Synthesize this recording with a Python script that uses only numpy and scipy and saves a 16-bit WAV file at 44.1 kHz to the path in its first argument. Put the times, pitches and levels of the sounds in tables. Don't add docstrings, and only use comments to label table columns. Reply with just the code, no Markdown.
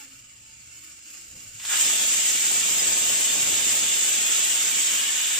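import sys
import numpy as np
from scipy import signal
from scipy.fft import rfft, irfft, next_fast_len
from scipy.io import wavfile
from scipy.ndimage import uniform_filter1d

SR = 44100
rng = np.random.default_rng(int(sys.argv[2]) if len(sys.argv) > 2 else 0)


def to_wav(sig):
    pcm = np.clip(np.atleast_2d(sig), -1, 1) * 32767
    pcm = np.round(pcm).astype(np.int16)
    wavfile.write(sys.argv[1], SR, pcm.T)


N = 237698
PADDED = next_fast_len(N + SR, True)
TIME, BINS = np.arange(N) / SR, np.fft.rfftfreq(PADDED, 1 / SR)


def gain_of(db):
    return 10 ** (np.asarray(db) / 20)


def evened(x):
    return x / np.sqrt(np.mean(x ** 2) + 1e-20)


def read(points, hz):
    f, *columns = np.transpose(points)
    return [np.interp(np.log(hz + 1), np.log(f + 1), c) for c in columns]


def follow(rows):
    s, *columns = np.transpose(rows)
    return [np.interp(TIME, s, c) for c in columns]


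def coloured(x, gain):
    return irfft(rfft(x, PADDED) * gain, PADDED)[..., :N]


def wander(rate_hz):
    return evened(coloured(rng.standard_normal(N), np.exp(-(BINS / rate_hz) ** 2)))


def crest(s, half_s):
    return np.exp(-((TIME - s) / half_s) ** 2)


def step(s, half_s):
    return .5 + .5 * np.tanh((TIME - s) / half_s)


def pair(spectrum, likeness):
    a, b = evened(coloured(rng.standard_normal((2, N)), gain_of(read(spectrum, BINS)[0])))
    likeness = np.clip(likeness, -1, 1)
    return np.array([a, likeness * a + np.sqrt(1 - likeness ** 2) * b])


def swells(rows, width_hz):
    out = np.zeros(N)
    for s, half_s, hz, db in rows:
        resonance = 1 / (1 + (2 * (BINS - hz) / width_hz) ** 2)
        band = evened(coloured(rng.standard_normal(N), resonance))
        out += gain_of(db) * band * crest(s, half_s)
    return out


# time in seconds, level in dB.
STOVE_LEVEL = [(0, -65.5), (.7, -65), (.97, -66), (1.28, -63.5), (1.35, -54.5), (1.55, -60.5), (1.68, -62),
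               (5.39, -94)]
# frequency in Hz, relative density in dB per Hz.
STOVE_SPECTRUM = [(18, -7), (32, -6), (50, 5), (62, -8), (75, 9), (93, -10), (118, -0.5), (170, -4.5),
                  (290, -5.5), (400, -16), (540, -11.5), (800, -24), (2000, -49)]


def stove():
    level_db = follow(STOVE_LEVEL)[0] + 0.46 * wander(21)
    return pair(STOVE_SPECTRUM, likeness=0.93) * gain_of(level_db)


# crest in seconds, half length in seconds, centre in Hz, level in dB.
HUMS = [(0.02, 0.025, 857, -63), (.5, 0.18, 896, -75), (0.082, 0.13, 264, -62.5), (.2, 0.08, 122, -63),
        (.55, 0.3, 116, -63), (.87, 0.11, 314, -66.5), (1.15, 0.11, 308, -67), (1.36, 0.033, 120, -60),
        (1.5, 0.096, 113, -57.5), (1.728, 0.058, 290, -58)]


def hums():
    return swells(HUMS, width_hz=44)


def burble(level_db=-72, bubbles_per_s=45, low_hz=447, high_hz=1910, decay_s=0.013, glide_per_s=1.1, sizes=24):
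    age, out = np.arange(SR // 8) / SR, np.zeros(N)
    envelope = age / decay_s * np.exp(-age / decay_s)
    for hz in np.geomspace(low_hz, high_hz, sizes):
        ring = envelope * np.sin(2 * np.pi * hz * age * (1 + glide_per_s * age / 2))
        pops = (rng.random(N) < bubbles_per_s / sizes / SR) * rng.uniform(.5, 2, N)
        out += signal.oaconvolve(pops, ring)[:N]
    return gain_of(level_db) * evened(out)


# centre in Hz, width in Hz, lift in dB.
LID_RINGS = [(1745, 35, 3), (2300, 110, 2.5), (2440, 40, 2), (2596, 32, 3), (2749, 24, 3.5),
             (2825, 30, 2.5), (2909, 24, 3.5), (2965, 22, 3), (3035, 28, 4), (3149, 22, 2), (3380, 38, 4.5),
             (3550, 30, 3), (3603, 32, 3.5), (3849, 24, 2.5), (5100, 200, 2), (5775, 38, 4),
             (6627, 80, 1.5), (7090, 60, 2), (7276, 54, 1.5), (7628, 24, 3), (8058, 43, 3.5), (8204, 20, 3)]


def steam(level_db, throat_db, edge_db, fizz_db, spectrum, drops_db, drops_per_s,
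          flutter_db, flutter_hz, surge_db):
    chance, size = rng.random(N), np.minimum(rng.exponential(1, N), 4)
    turbulence, splash = rng.standard_normal(size=(2, 3, N))
    drops = evened((chance < drops_per_s / SR) * size * np.sign(splash))
    chatter = gain_of(flutter_db * wander(flutter_hz) + surge_db * wander(39))
    drive = (turbulence + gain_of(drops_db) * drops) * chatter
    rings_db = sum(db / (1 + (2 * (BINS - hz) / width_hz) ** 2) for hz, width_hz, db in LID_RINGS)
    hiss = evened(coloured(drive, gain_of(read(spectrum, BINS)[0] + rings_db)))

    def below(hz):
        return coloured(hiss, .5 - .5 * np.tanh((BINS - hz) / 350))

    under_body, under_edge, under_fizz = below(2000), below(4100), below(9200)
    throat = under_body * gain_of(throat_db + 0.82 * wander(26))
    body = under_edge - under_body
    edge = (under_fizz - under_edge) * gain_of(edge_db + 0.48 * wander(24))
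    fizz = (hiss - under_fizz) * gain_of(fizz_db + 1.2 * wander(40))
    return (throat + body + edge + fizz) * gain_of(level_db)


def patchy(x, depth_db, size=2048):
    z = signal.stft(x, nperseg=size)[2]
    field = rng.standard_normal(z.shape[-2:])
    field = uniform_filter1d(uniform_filter1d(field, size=4, axis=0), size=4, axis=1)
    field = field - uniform_filter1d(field, size=50, axis=0)
    return signal.istft(z * gain_of(depth_db * evened(field)), nperseg=size)[1][..., :N]


# frequency in Hz, relative density in dB per Hz.
LEAK_SPECTRUM = [(300, -22.5), (780, -22), (1050, -20), (1400, -11), (1750, -15.5), (2250, -9),
                 (2550, -10.5), (2780, -4.5), (3050, -11.5), (3300, -13.5), (3750, -17), (4400, -11),
                 (5100, -8.5), (6100, -11.5), (7100, 1.5), (8100, -4.5), (9300, -22.5), (15400, -22)]
# crest in seconds, half length in seconds, lift in dB.
LEAK_PUFFS = [(0.01, 0.043, 8), (0.123, 0.071, 3.5), (0.775, 0.07, 2), (0.89, 0.061, 2.5), (1.14, 0.064, 3),
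              (1.42, 0.08, 1.5)]


def leak(start_db=-49, rise_db_per_s=3, throat_db=-2.5, edge_db=-2.0, fizz_db=-2.5,
         throat_per_db=0.7, edge_per_db=0.53, fizz_per_db=1.28):
    build_db = rise_db_per_s * TIME
    puffs_db = sum(db * crest(s, half_s) for s, half_s, db in LEAK_PUFFS)
    return steam(start_db + build_db + puffs_db,
                 throat_db + throat_per_db * puffs_db,
                 edge_db + edge_per_db * build_db,
                 fizz_db + fizz_per_db * (build_db + puffs_db),
                 LEAK_SPECTRUM, drops_db=-12, drops_per_s=1300,
                 flutter_db=0.5, flutter_hz=250, surge_db=1.0)


# start in seconds, level in dB, centre in Hz, decay in seconds.
SPURTS = [(1.551, -49, 3000, 0.0023), (1.597, -33.5, 2280, 0.0032), (1.608, -42, 1990, .014),
          (1.636, -41, 1400, .006), (1.649, -32, 1030, 0.0026), (1.65, -25.5, 3800, 0.0035),
          (1.662, -39, 3600, .022), (1.718, -39, 1000, 0.028), (1.718, -29, 2900, .014),
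          (1.82, -36, 330, 0.0027), (1.896, -27.5, 1700, .004), (1.932, -26.5, 434, 0.0024),
          (1.985, -43, 350, .003), (2.507, -30, 550, 0.0076), (3.378, -42, 130, 0.0087),
          (3.736, -29.5, 400, 0.0069), (4.636, -37, 500, 0.0049)]


def spurts():
    out = np.zeros(N)
    for s, db, hz, decay_s in SPURTS:
        broad_band = np.exp(-(np.log((BINS + 1) / hz) / 0.89) ** 2)
        puff = evened(coloured(rng.standard_normal(N), broad_band))
        age = np.maximum(TIME - s, 0) / decay_s
        out += gain_of(db) * puff * age * np.exp(1 - age)
    return out


# time in seconds, level in dB.
PLUME_LEVEL = [(1.70, -62), (1.79, -53.5), (1.84, -43.5), (1.95, -45.5), (2.1, -44.5), (2.4, -46.5),
               (2.88, -41.5), (3.15, -42), (3.27, -43.5), (3.4, -40), (3.8, -42.5), (4.15, -45),
               (4.95, -47), (5.12, -50)]
# frequency in Hz, relative density in dB per Hz.
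PLUME_SPECTRUM = [(60, -26), (110, -15.5), (170, -2.3), (270, 1), (400, -1), (550, -0.4), (850, -4),
                  (1400, -11), (3000, -26.5)]
# frequency in Hz, relative density in dB per Hz.
BUFFET_SPECTRUM = [(15, -12), (32, -15), (45, -12), (70, 1.5), (120, 3), (180, -1.5), (400, -33)]


def plume(buffet_db=-18.5, buffet_growth_db_per_db=1.74):
    risen = np.clip((TIME - 1.6) / 0.19, 0, 1)
    level_db = follow(PLUME_LEVEL)[0]
    deep_db = buffet_db + buffet_growth_db_per_db * (level_db - np.median(level_db))
    roar = pair(PLUME_SPECTRUM, likeness=0.077) * gain_of(1.54 * wander(87) + 0.13)
    buffets = pair(BUFFET_SPECTRUM, likeness=0.21) * gain_of(deep_db + 2.0 * wander(40) + 2.0 * wander(5.5))
    port_offset_db = np.array([[-.6], [.6]])
    return risen * (roar + buffets) * gain_of(level_db + port_offset_db)


OPEN_S, OPEN_DB_PER_S = 1.7175, 177
# frequency in Hz, relative density in dB per Hz.
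JET_SPECTRUM = [(300, -33.5), (900, -21), (1400, -15), (2000, -12), (2900, -8.5), (3550, -8), (4000, -13.5),
                (5800, -10.5), (6800, -3), (7400, 1.5), (8000, -1.5), (9000, -15), (10300, -24.5),
                (11500, -18.5), (14000, -22), (15200, -18)]


def jet(held_db=-22, throat_db=-2.15, edge_db=0.88, fizz_db=2.2, throaty_db=9.5, dulled_db=2.0,
        burst_db=2.3, widen_db_per_s=0.285, sag_db_per_s=0.6, settle_db=1.5, sway_db=0.1):
    opening_db = OPEN_DB_PER_S * np.minimum(TIME - OPEN_S, 0)
    held_s = np.maximum(TIME - OPEN_S, 0)
    throaty = crest(1.73, 0.06)
    burst = burst_db * crest(1.825, 0.052)
    level_db = held_db + opening_db + burst + widen_db_per_s * held_s + sway_db * wander(16)
    sag_db = sag_db_per_s * held_s + settle_db * step(5.0, 0.017)
    dull_db = sag_db + dulled_db * throaty
    return steam(level_db, throat_db + throaty_db * throaty, edge_db - dull_db, fizz_db - dull_db,
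                 JET_SPECTRUM, drops_db=-17.0, drops_per_s=400,
                 flutter_db=-0.08, flutter_hz=303, surge_db=0.35)


# centre in Hz, half width in Hz, sway in dB, shift as the weight sinks in dB.
GAP_BANDS = [(2280, 90, 1.5, -1.5), (2910, 96, 1.5, 0.5), (3470, 180, 1.4, -2.1)]


def swaying(x, rate_hz):
    sunk = step(4.6, .2)
    out = x
    for hz, half_hz, sway_db, shift_db in GAP_BANDS:
        band = coloured(x, np.exp(-((BINS - hz) / half_hz) ** 2))
        out = out + band * (gain_of(sway_db * wander(rate_hz) + shift_db * sunk) - 1)
    return out


def vent():
    seated = 1 - step(OPEN_S, 0.027)
    return seated * patchy(leak(), depth_db=2.4) + swaying(patchy(jet(), depth_db=2.0), rate_hz=7)


# crest in seconds, half length in seconds, centre in Hz, level in dB.
WHISTLES = [(1.76, 0.052, 2850, -30), (1.86, 0.018, 5200, -30), (2.795, .012, 5060, -30),
            (3.23, 0.097, 3020, -35), (3.31, .09, 3530, -35), (4.27, 0.072, 3340, -31),
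            (4.43, 0.14, 2980, -35), (5.0, 0.12, 2940, -30)]


def whistles():
    return swells(WHISTLES, width_hz=73)


# frequency in Hz, T60 in seconds.
KITCHEN_DECAY = [(200, 0.6), (2000, 0.22), (7000, 0.15), (15000, 0.032)]


def kitchen(early_db, early_s, size=256):
    taps = rng.standard_normal((2, SR)) * (rng.random((2, SR)) < 4000 / SR)
    age = np.arange(SR) / SR
    taps *= (age > .002) * (1 + gain_of(early_db) * np.exp(-age / early_s))
    hz, t, z = signal.stft(taps, SR, nperseg=size)
    decay = gain_of(-60 * t / read(KITCHEN_DECAY, hz)[0][:, None])
    tail = signal.istft(z * decay, SR, nperseg=size)[1]
    response = rfft(tail, PADDED)
    return response / np.sqrt(uniform_filter1d(abs(response) ** 2, size=1600, axis=1) + 1e-12)


# frequency in Hz, left-right balance in dB, direct power share from 0 to 1,
# left phase lead in radians.
PORTS = [(300, -1.2, 0.01, -0.1), (1100, -1.1, 0.21, 1.7), (1600, -5.5, 0.2, 0.9), (2350, 3.4, 0.34, -0.8),
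         (2850, -2.5, 0.3, 0.8), (3300, -0.7, 0.26, -0.4), (5100, -1.1, 0.46, 0.0), (6000, -1.3, 0.17, 0.4),
         (6900, -7.0, 0.33, 3.2), (7400, -1.9, 0.41, 2.6), (8000, 6.9, 0.37, 2.9), (8600, 5.2, 0.15, 4.3),
         (9600, 0.7, 0.36, 6.4), (15000, -0.8, 0.06, 4.9)]


def scene():
    balance_db, direct, lead_rad = read(PORTS, BINS)
    direct, side = np.clip(direct, 0, 1), np.array([[1], [-1]]) / 2
    balance, scattered = gain_of(side * balance_db), np.sqrt(1 - direct)
    straight = np.sqrt(direct) * np.exp(1j * side * lead_rad)
    room, echo_share = kitchen(early_db=7, early_s=.012), .33
    middle, *outer = vent()
    near = coloured(middle, balance * (straight + scattered * np.sqrt(echo_share) * room))
    wide = coloured(np.array(outer), balance * scattered * np.sqrt(1 - echo_share))
    sputter = coloured(spurts() + burble() + whistles(), straight + 0.3 * room)
    return near + wide + sputter + plume() + stove() + hums()


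def record(dry, edge_hz=15470):
    low_pass = signal.firwin(511, edge_hz, window=("kaiser", 9), fs=SR)
    return signal.oaconvolve(dry, low_pass[None], "same")


dry = scene()
out = record(dry)
to_wav(out)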